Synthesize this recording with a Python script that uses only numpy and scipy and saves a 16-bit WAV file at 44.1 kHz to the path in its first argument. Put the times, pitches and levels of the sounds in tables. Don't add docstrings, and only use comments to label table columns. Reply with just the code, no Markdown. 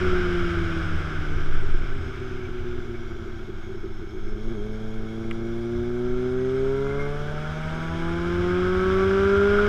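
import sys
import numpy as np
from scipy import signal
from scipy.fft import rfft, irfft
from scipy.io import wavfile
from scipy.ndimage import uniform_filter1d

SR = 44100
rng = np.random.default_rng(int(sys.argv[2]) if len(sys.argv) > 2 else 0)


def dump(signal):
    limited = np.clip(np.atleast_2d(signal).T, -1, 1)
    pcm = np.round(limited * 32767).astype(np.int16)
    wavfile.write(sys.argv[1], SR, pcm)


N = 426888
T = np.arange(N) / SR

# time_s, firing_rate_hz
ENGINE_SPEED = [(0, 184.6), (0.9, 160.9), (1.7, 137.2), (2.45, 122.8), (2.9, 118.4), (3.4, 110.9),
                (4.38, 105.6), (4.52, 116.4), (4.58, 101.4), (4.67, 108.1), (5.05, 110.2), (5.7, 117.6),
                (6.4, 127.8), (7.2, 146.1), (8.3, 173.6), (9.68, 207.2)]
# time_s, throttle_0_to_1
TWIST_GRIP = [(4.15, 0.01), (4.5, 0.54), (5.1, 0.62), (5.9, 0.77), (6.7, 0.89), (8.2, 0.68), (9.68, 1)]
# frequency_hz, density_db_per_hz
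HELMET_HISS = [(300, -27.5), (620, -10.5), (950, -18.5), (1310, 0), (1560, 0.5), (1870, -15), (2220, -8),
               (2650, -18), (3200, -13.5), (4400, -32.5), (5150, -22.5), (6400, -36.5), (8000, -41),
               (15000, -59)]
# frequency_hz, density_db_per_hz
MICROPHONE_EDDIES = [(20, -13.5), (45, -5.5), (65, 1), (88, 10), (115, -14.5), (160, -11), (290, -14.5),
                     (380, -13), (470, -18.5), (700, -36.5), (4000, -100)]
# frequency_hz, density_db_per_hz
PRESSURE_SWAY = [(5, -11), (10, 5.5), (15, 10.5), (21, -1), (42, -9.5), (70, -20.5), (400, -100)]
# middle_s, length_s, extra_eddies_db, extra_sway_db
WIND_GUSTS = [(0.071, .16, 2.5, 3), (0.35, 0.16, -1.5, 2), (.63, 0.17, 2, 0.5), (0.934, 0.2, 3, 1.5),
              (1.348, 0.17, 2.5, 4), (1.726, 0.86, -0.5, 8.5), (2.049, 0.16, 7.5, -2.5),
              (2.677, 0.23, 5, -2), (3.22, 0.37, 2.5, 1), (4.6, 1.0, -5, 7), (4.719, .12, 4, 0.5),
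              (5.8, .16, 7.5, 6), (6.05, .4, -2.5, 5), (6.898, 1.055, 0, 3), (8.35, .3, 3.5, -4),
              (9.0, 2.8, 5, -1), (9.599, .25, -1, 6.5)]
# frequency_hz, density_db_per_hz
BRAKE_DISC = [(1500, -33), (2050, -10), (2270, 0), (2550, 0), (2950, -1), (3500, -13), (8000, -36)]
# start_s, blow_db, contact_s
TICK_BLOWS = [(5.3113, -21, .00007), (5.3138, -25.5, .0003), (5.3165, -35, .0003)]
# pitch_hz, level_db, t60_s
OBJECT_MODES = [(1380, 6, .022), (1680, 9, .01), (2150, 19, .0065), (2850, 12, .007), (7650, -2, .004),
                (9800, -1, .003)]
# middle_s, length_s, pitch_hz, level_db
BRIEF_TONES = [(2.417, 0.04, 2240, -49), (2.457, 0.035, 2295, -48), (2.957, 0.035, 2260, -48),
               (6.56, .08, 2122, -53), (6.94, .07, 2118, -43), (7.003, .08, 2128, -40.5),
               (7.06, .065, 2122, -42.5), (9.588, .005, 1380, -19.5)]
# frequency_hz, gain_db
CHAIN_LINKS = [(3000, -30), (6000, -12), (8200, -6), (9100, 0), (9700, -9), (11500, -11), (15000, -28)]
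# frequency_hz, density_db_per_hz
ENGINE_CASING = [(300, -40), (600, -4.5), (1050, -6), (1450, -18), (1920, -28.5), (2200, 0), (2600, -41.5),
                 (3300, -7), (4400, -23.5), (5300, -20), (6600, -24), (7600, -31), (11000, -37.5),
                 (15000, -46.5)]
# multiple_of_firing_rate, coasting_db, pulling_db
GEAR_TONES = [(29.9, -5, 0), (39.9, 1.5, 2), (44.6, -9, -3), (49.7, 0, 1), (59.8, -1, -1.5)]
# frequency_hz, gain_db
GEARBOX_COVER = [(2700, -25), (3300, -18), (4200, -31), (4400, -36), (4550, -30), (4800, -32), (5050, -23),
                 (5300, -18), (5500, -27), (5720, -20), (5950, -27), (6200, -23), (6450, -25), (6800, -28),
                 (7400, -36), (8200, -27.5), (8700, -35), (10000, -48), (15000, -72)]
# multiple_of_firing_rate, resonance_hz, width_hz, level_db
SINGING_PARTS = [(15, 2105, 110, -49.5), (15, 1930, 50, -56), (11, 1365, 90, -49), (10, 1378, 70, -44),
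                 (8, 1140, 50, -47), (7, 1422, 70, -28.5), (7, 1285, 110, -39), (7, 955, 30, -52),
                 (6, 1150, 80, -38), (6, 1000, 90, -48), (5, 840, 70, -44.5), (4, 590, 70, -42),
                 (4, 690, 170, -48)]
# frequency_hz, gain_db
HARD_EDGE = [(400, -19.5), (560, -10), (680, -5), (800, -8), (900, -10.5), (980, -4), (1060, -6),
             (1145, 2.5), (1210, -3.5), (1320, 2.5), (1560, -0.5), (1700, -5.5), (1900, -22), (2130, -22),
             (2600, -32), (8000, -65)]
# frequency_hz, gain_db
HONKING_AIR_BOX = [(100, -46.5), (420, -16), (520, -5.5), (620, 1), (720, -10), (800, -10), (900, -10),
                   (1000, -6.5), (1300, -32.5), (4000, -82)]
# frequency_hz, gain_db
PIPE_PULLING = [(60, 5), (110, 1), (200, 3.5), (250, 6), (282, -2), (305, -29), (333, 3.5), (352, 9.5),
                (400, 13.5), (425, 6), (475, -17), (530, -12), (600, -12), (720, -16.5), (790, -20),
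                (870, -34.5), (1000, -34), (4000, -100)]
# frequency_hz, gain_db
PIPE_SHUT = [(60, 1.5), (110, -0.5), (185, 2), (215, -3.5), (240, -0.5), (278, -8.5), (300, -2), (316, -5),
             (332, 2.5), (365, 9), (392, 3.5), (425, -17), (540, -30), (700, -17.5), (1000, -34),
             (4000, -100)]
# pitch_hz, rms_db
HIGH_WHISTLE = [(12618, -84), (12678, -87)]

SLOW_HZ = 108
METRES_PER_FIRING = .11
HEADWIND_M_S, TURN_START_S, TURN_LENGTH_S = 2.5, 0.39, 3.25
TICK_BUILD_S = .00035
CHAIN_DB, CHINKS_PER_S = -81, 45
WHINE_DB, BACKLASH_FIRINGS, PATCHY_DB = -66.7, .0058, 3.7
BUZZ_BLUR_RAD, BUZZ_FLUTTER_DB = .6, 2.3
SHAKE_HZ, SHAKE_SPAN_HZ = 139.7, 10
PUFF_DB, THROB, THROB_STRAY_RAD = -37.8, .45, .7
TOP_HZ = 15100


def undb(db):
    return 10 ** (np.asarray(db) / 20)


def curves(table):
    s, *columns = np.transpose(table)
    return [np.interp(T, s, c) for c in columns]


def unit(x):
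    return x / np.sqrt(np.mean(x ** 2))


def even(x):
    return x / np.sqrt(uniform_filter1d(x ** 2, size=SR // 5))


def walk(rate):
    k = max(int(SR / rate), 2)
    steps = np.repeat(rng.standard_normal(N // k + 1), k)
    smooth = uniform_filter1d(uniform_filter1d(steps, k), k)
    return unit(smooth[:N])


def swell(x, middle, length):
    return np.cos(np.pi * np.clip((x - middle) / length, -.5, .5))


def doublings(hz):
    return np.log2(hz / SLOW_HZ)


def colour(x, points):
    size = 2 ** 19
    hz, db = np.transpose(points)
    bins = np.maximum(np.arange(size // 2 + 1) * SR / size, 1)
    gain_db = np.interp(np.log(bins), np.log(hz), db)
    cepstrum = irfft(np.log(undb(gain_db)))
    cepstrum[1:size // 2] *= 2
    cepstrum[size // 2 + 1:] = 0
    return irfft(rfft(x, size) * np.exp(rfft(cepstrum)))[:N]


def smear(x, t60=.04, db=0):
    t = T[:SR // 20]
    tail = rng.standard_normal(len(t)) * undb(-60 * t / t60)
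    tail /= np.sqrt(np.sum(tail ** 2))
    return x + undb(db) * signal.fftconvolve(x, tail)[:N]


def firings(turns, hz, scatter, cylinders_db):
    count = np.arange(1, int(turns[-1]))
    at = np.interp(count, turns, np.arange(N))
    i, part = at.astype(int), at % 1
    strength = 1 + scatter[i] * rng.standard_normal(N)[count]
    size = undb(np.resize(cylinders_db, len(i))) * strength * SR / hz[i]
    pulses = np.bincount(i, size * (1 - part), N) + np.bincount(i + 1, size * part, N)
    return (pulses - pulses.mean()) / np.sqrt(2)


def wind(hz, hiss_db=-50, hiss_rise_db=20.0, eddy_db=-44, eddy_rise_db=11, sway_db=-32.0,
         headwind_eddy_db=5.0, headwind_sway_db=8, flutter_db=0.64, buffet_db=0.1):
    facing = np.clip(1 - (T - TURN_START_S) / TURN_LENGTH_S, 0, 1)
    airspeed = METRES_PER_FIRING * hz + HEADWIND_M_S * facing
    faster = np.log2(airspeed / (METRES_PER_FIRING * SLOW_HZ))
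    gust_eddy, gust_sway = sum(np.outer(extra, swell(T, s, length)) for s, length, *extra in WIND_GUSTS)
    hiss, eddies, sway = (unit(colour(rng.standard_normal(N), shape))
                          for shape in (HELMET_HISS, MICROPHONE_EDDIES, PRESSURE_SWAY))
    hiss_level = hiss_db + hiss_rise_db * faster + flutter_db * walk(45)
    eddy_level = eddy_db + eddy_rise_db * faster + headwind_eddy_db * facing + gust_eddy + buffet_db * walk(21)
    sway_level = sway_db + headwind_sway_db * facing + gust_sway
    return hiss * undb(hiss_level) + even(eddies) * undb(eddy_level) + sway * undb(sway_level)


def brake(level_db=-59, middle_s=2.2, length_s=2.0):
    rub = unit(colour(rng.standard_normal(N), BRAKE_DISC))
    return rub * swell(T, middle_s, length_s) * undb(level_db + 1.2 * walk(25))


def ticks():
    t = T[:SR // 20]
    ring = sum(undb(db - 60 * t / t60) * np.sin(2 * np.pi * hz * t) for hz, db, t60 in OBJECT_MODES)
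    blows = np.zeros(N)
    for s, db, contact in TICK_BLOWS:
        push = swell(T, s, contact) ** 2
        blows += undb(db) * push / push.sum()
    ring = ring * (1 - np.exp(-t / TICK_BUILD_S)) ** 2
    ring = signal.sosfilt(signal.butter(3, 1100, "high", fs=SR, output="sos"), ring)
    return signal.fftconvolve(blows, ring / np.abs(ring).max())[:N]


def brief_tones(flutter=0.27):
    out = np.zeros(N)
    for s, length, hz, db in BRIEF_TONES:
        tone = (1 + flutter * walk(190)) * np.sin(2 * np.pi * hz * T + flutter * walk(220))
        out += undb(db) * swell(T, s, length) * unit(tone)
    return out


def chain(throttle):
    knocks = (rng.random(N) < CHINKS_PER_S / SR) * throttle
    chinks = smear(knocks, t60=.06, db=20)
    return unit(colour(chinks, CHAIN_LINKS)) * undb(CHAIN_DB)


def machinery(turns, hz, throttle, clatter_db=-55.0, clatter_rise_db=8, load_db=2.9):
    clatter = rng.standard_normal(N) * (1.5 + np.exp(-(turns % 1) / 0.3))
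    clatter_level = clatter_db + clatter_rise_db * doublings(hz) + load_db * throttle
    clatter = unit(colour(clatter, ENGINE_CASING)) * undb(clatter_level)
    gear_turns = np.cumsum(uniform_filter1d(hz, size=SR // 4, mode="nearest")) / SR
    whine = np.zeros(N)
    for k, coasting, pulling in GEAR_TONES:
        level = coasting + (pulling - coasting) * throttle + PATCHY_DB * np.tanh(walk(25))
        whine += undb(level) * np.sin(2 * np.pi * k * (gear_turns + BACKLASH_FIRINGS * walk(220)))
    whine = unit(colour(smear(whine, t60=0.076, db=-2.0), GEARBOX_COVER)) * undb(WHINE_DB)
    return (clatter + whine) * undb(0.59 * walk(35))


def buzzes(turns, hz, throttle, after_firing=0.12):
    out = np.zeros(N)
    for k, centre_hz, width_hz, db in SINGING_PARTS:
        phase = 2 * np.pi * k * (turns - after_firing) + BUZZ_BLUR_RAD * walk(90)
        tone = np.sqrt(2) * np.sin(phase)
        response = 1 / (1 + (2 * (k * hz - centre_hz) / width_hz) ** 2)
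        out += tone * response * undb(db + BUZZ_FLUTTER_DB * np.tanh(walk(35)))
    return out * throttle


def rasp(turns, hz, throttle, level_db=-57, rise_db=28, shut_db=-10, shake_db=4, jitter=0.019):
    pulses = firings(turns + jitter * walk(70), hz, np.full(N, .18), cylinders_db=[5.0, -1.5, 1.0, -13.0])
    edge = unit(colour(smear(pulses, t60=0.018, db=-12), HARD_EDGE))
    shake = shake_db * swell(hz, SHAKE_HZ, SHAKE_SPAN_HZ)
    db = level_db + rise_db * doublings(hz) + shut_db * (1 - throttle) + shake
    return edge * undb(db + 0.46 * walk(18))


def intake(turns, hz, throttle, level_db=-44, from_hz=127, span_hz=16, jitter=0.015, waver_db=0.0,
           between=0.457):
    gulps = firings(turns + between + jitter * walk(70), hz, np.full(N, .2),
                    cylinders_db=[-1.5, -2.2, 0.76, 0.71])
    on_song = np.clip((hz - from_hz) / span_hz, 0, 1)
    honk = colour(smear(gulps, t60=0.043, db=-8.0), HONKING_AIR_BOX)
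    return honk * throttle * on_song * undb(level_db + waver_db * walk(16))


def burble(turns, hz, throttle, centre_hz=362, width_hz=84, rise_db=-14, chance=.35, late=0.32):
    burns = rng.random(N) < chance
    late_turns = turns + late
    puffs = firings(late_turns, hz, np.full(N, .15), cylinders_db=[0, 0, 0, 0])
    puffs = puffs * burns[np.round(late_turns).astype(int)]
    band = signal.butter(3, [centre_hz - width_hz / 2, centre_hz + width_hz / 2], "band", fs=SR, output="sos")
    bursts = 1 + THROB * np.sin(2 * np.pi * turns / 12 + THROB_STRAY_RAD * walk(6.5))
    puffing = unit(even(signal.sosfilt(band, puffs)) * bursts)
    return puffing * undb(PUFF_DB + rise_db * doublings(hz)) * (1 - throttle)


def exhaust(turns, hz, throttle, load_db=-38.0, load_rise_db=7.0, coast_db=-44.5, coast_rise_db=14,
            coast_scatter=0.28, load_scatter=0.099, lope_db=-12):
    scatter = load_scatter + coast_scatter * (1 - throttle) ** 2
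    pulses = firings(turns, hz, scatter, cylinders_db=[0.96, -0.63, -0.15, 0.37])
    lope = np.sqrt(2) * undb(lope_db + 2 * walk(20)) * np.sin(3 * np.pi * turns)
    pulling = colour(pulses + lope, PIPE_PULLING) * undb(load_db + load_rise_db * doublings(hz))
    coasting = colour(pulses, PIPE_SHUT) * undb(coast_db + coast_rise_db * doublings(hz))
    waver_db = (0.06 + 0.3 * (1 - throttle)) * walk(22)
    return (throttle * pulling + (1 - throttle) * coasting) * undb(waver_db)


def scene():
    hz, = curves(ENGINE_SPEED)
    throttle = np.clip(curves(TWIST_GRIP)[0], 0, 1)
    turns = np.cumsum(hz) / SR
    surroundings = wind(hz) + brake() + ticks() + brief_tones()
    engine = sum(part(turns, hz, throttle) for part in (machinery, buzzes, rasp, intake, burble, exhaust))
    return (surroundings + chain(throttle) + engine)[None]


def record(dry):
    whistle = sum(np.sqrt(2) * undb(db) * np.sin(2 * np.pi * hz * T) for hz, db in HIGH_WHISTLE)
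    return signal.sosfilt(signal.ellip(8, .2, 70, TOP_HZ, fs=SR, output="sos"), dry + whistle)


dry = scene()
out = record(dry)
dump(out)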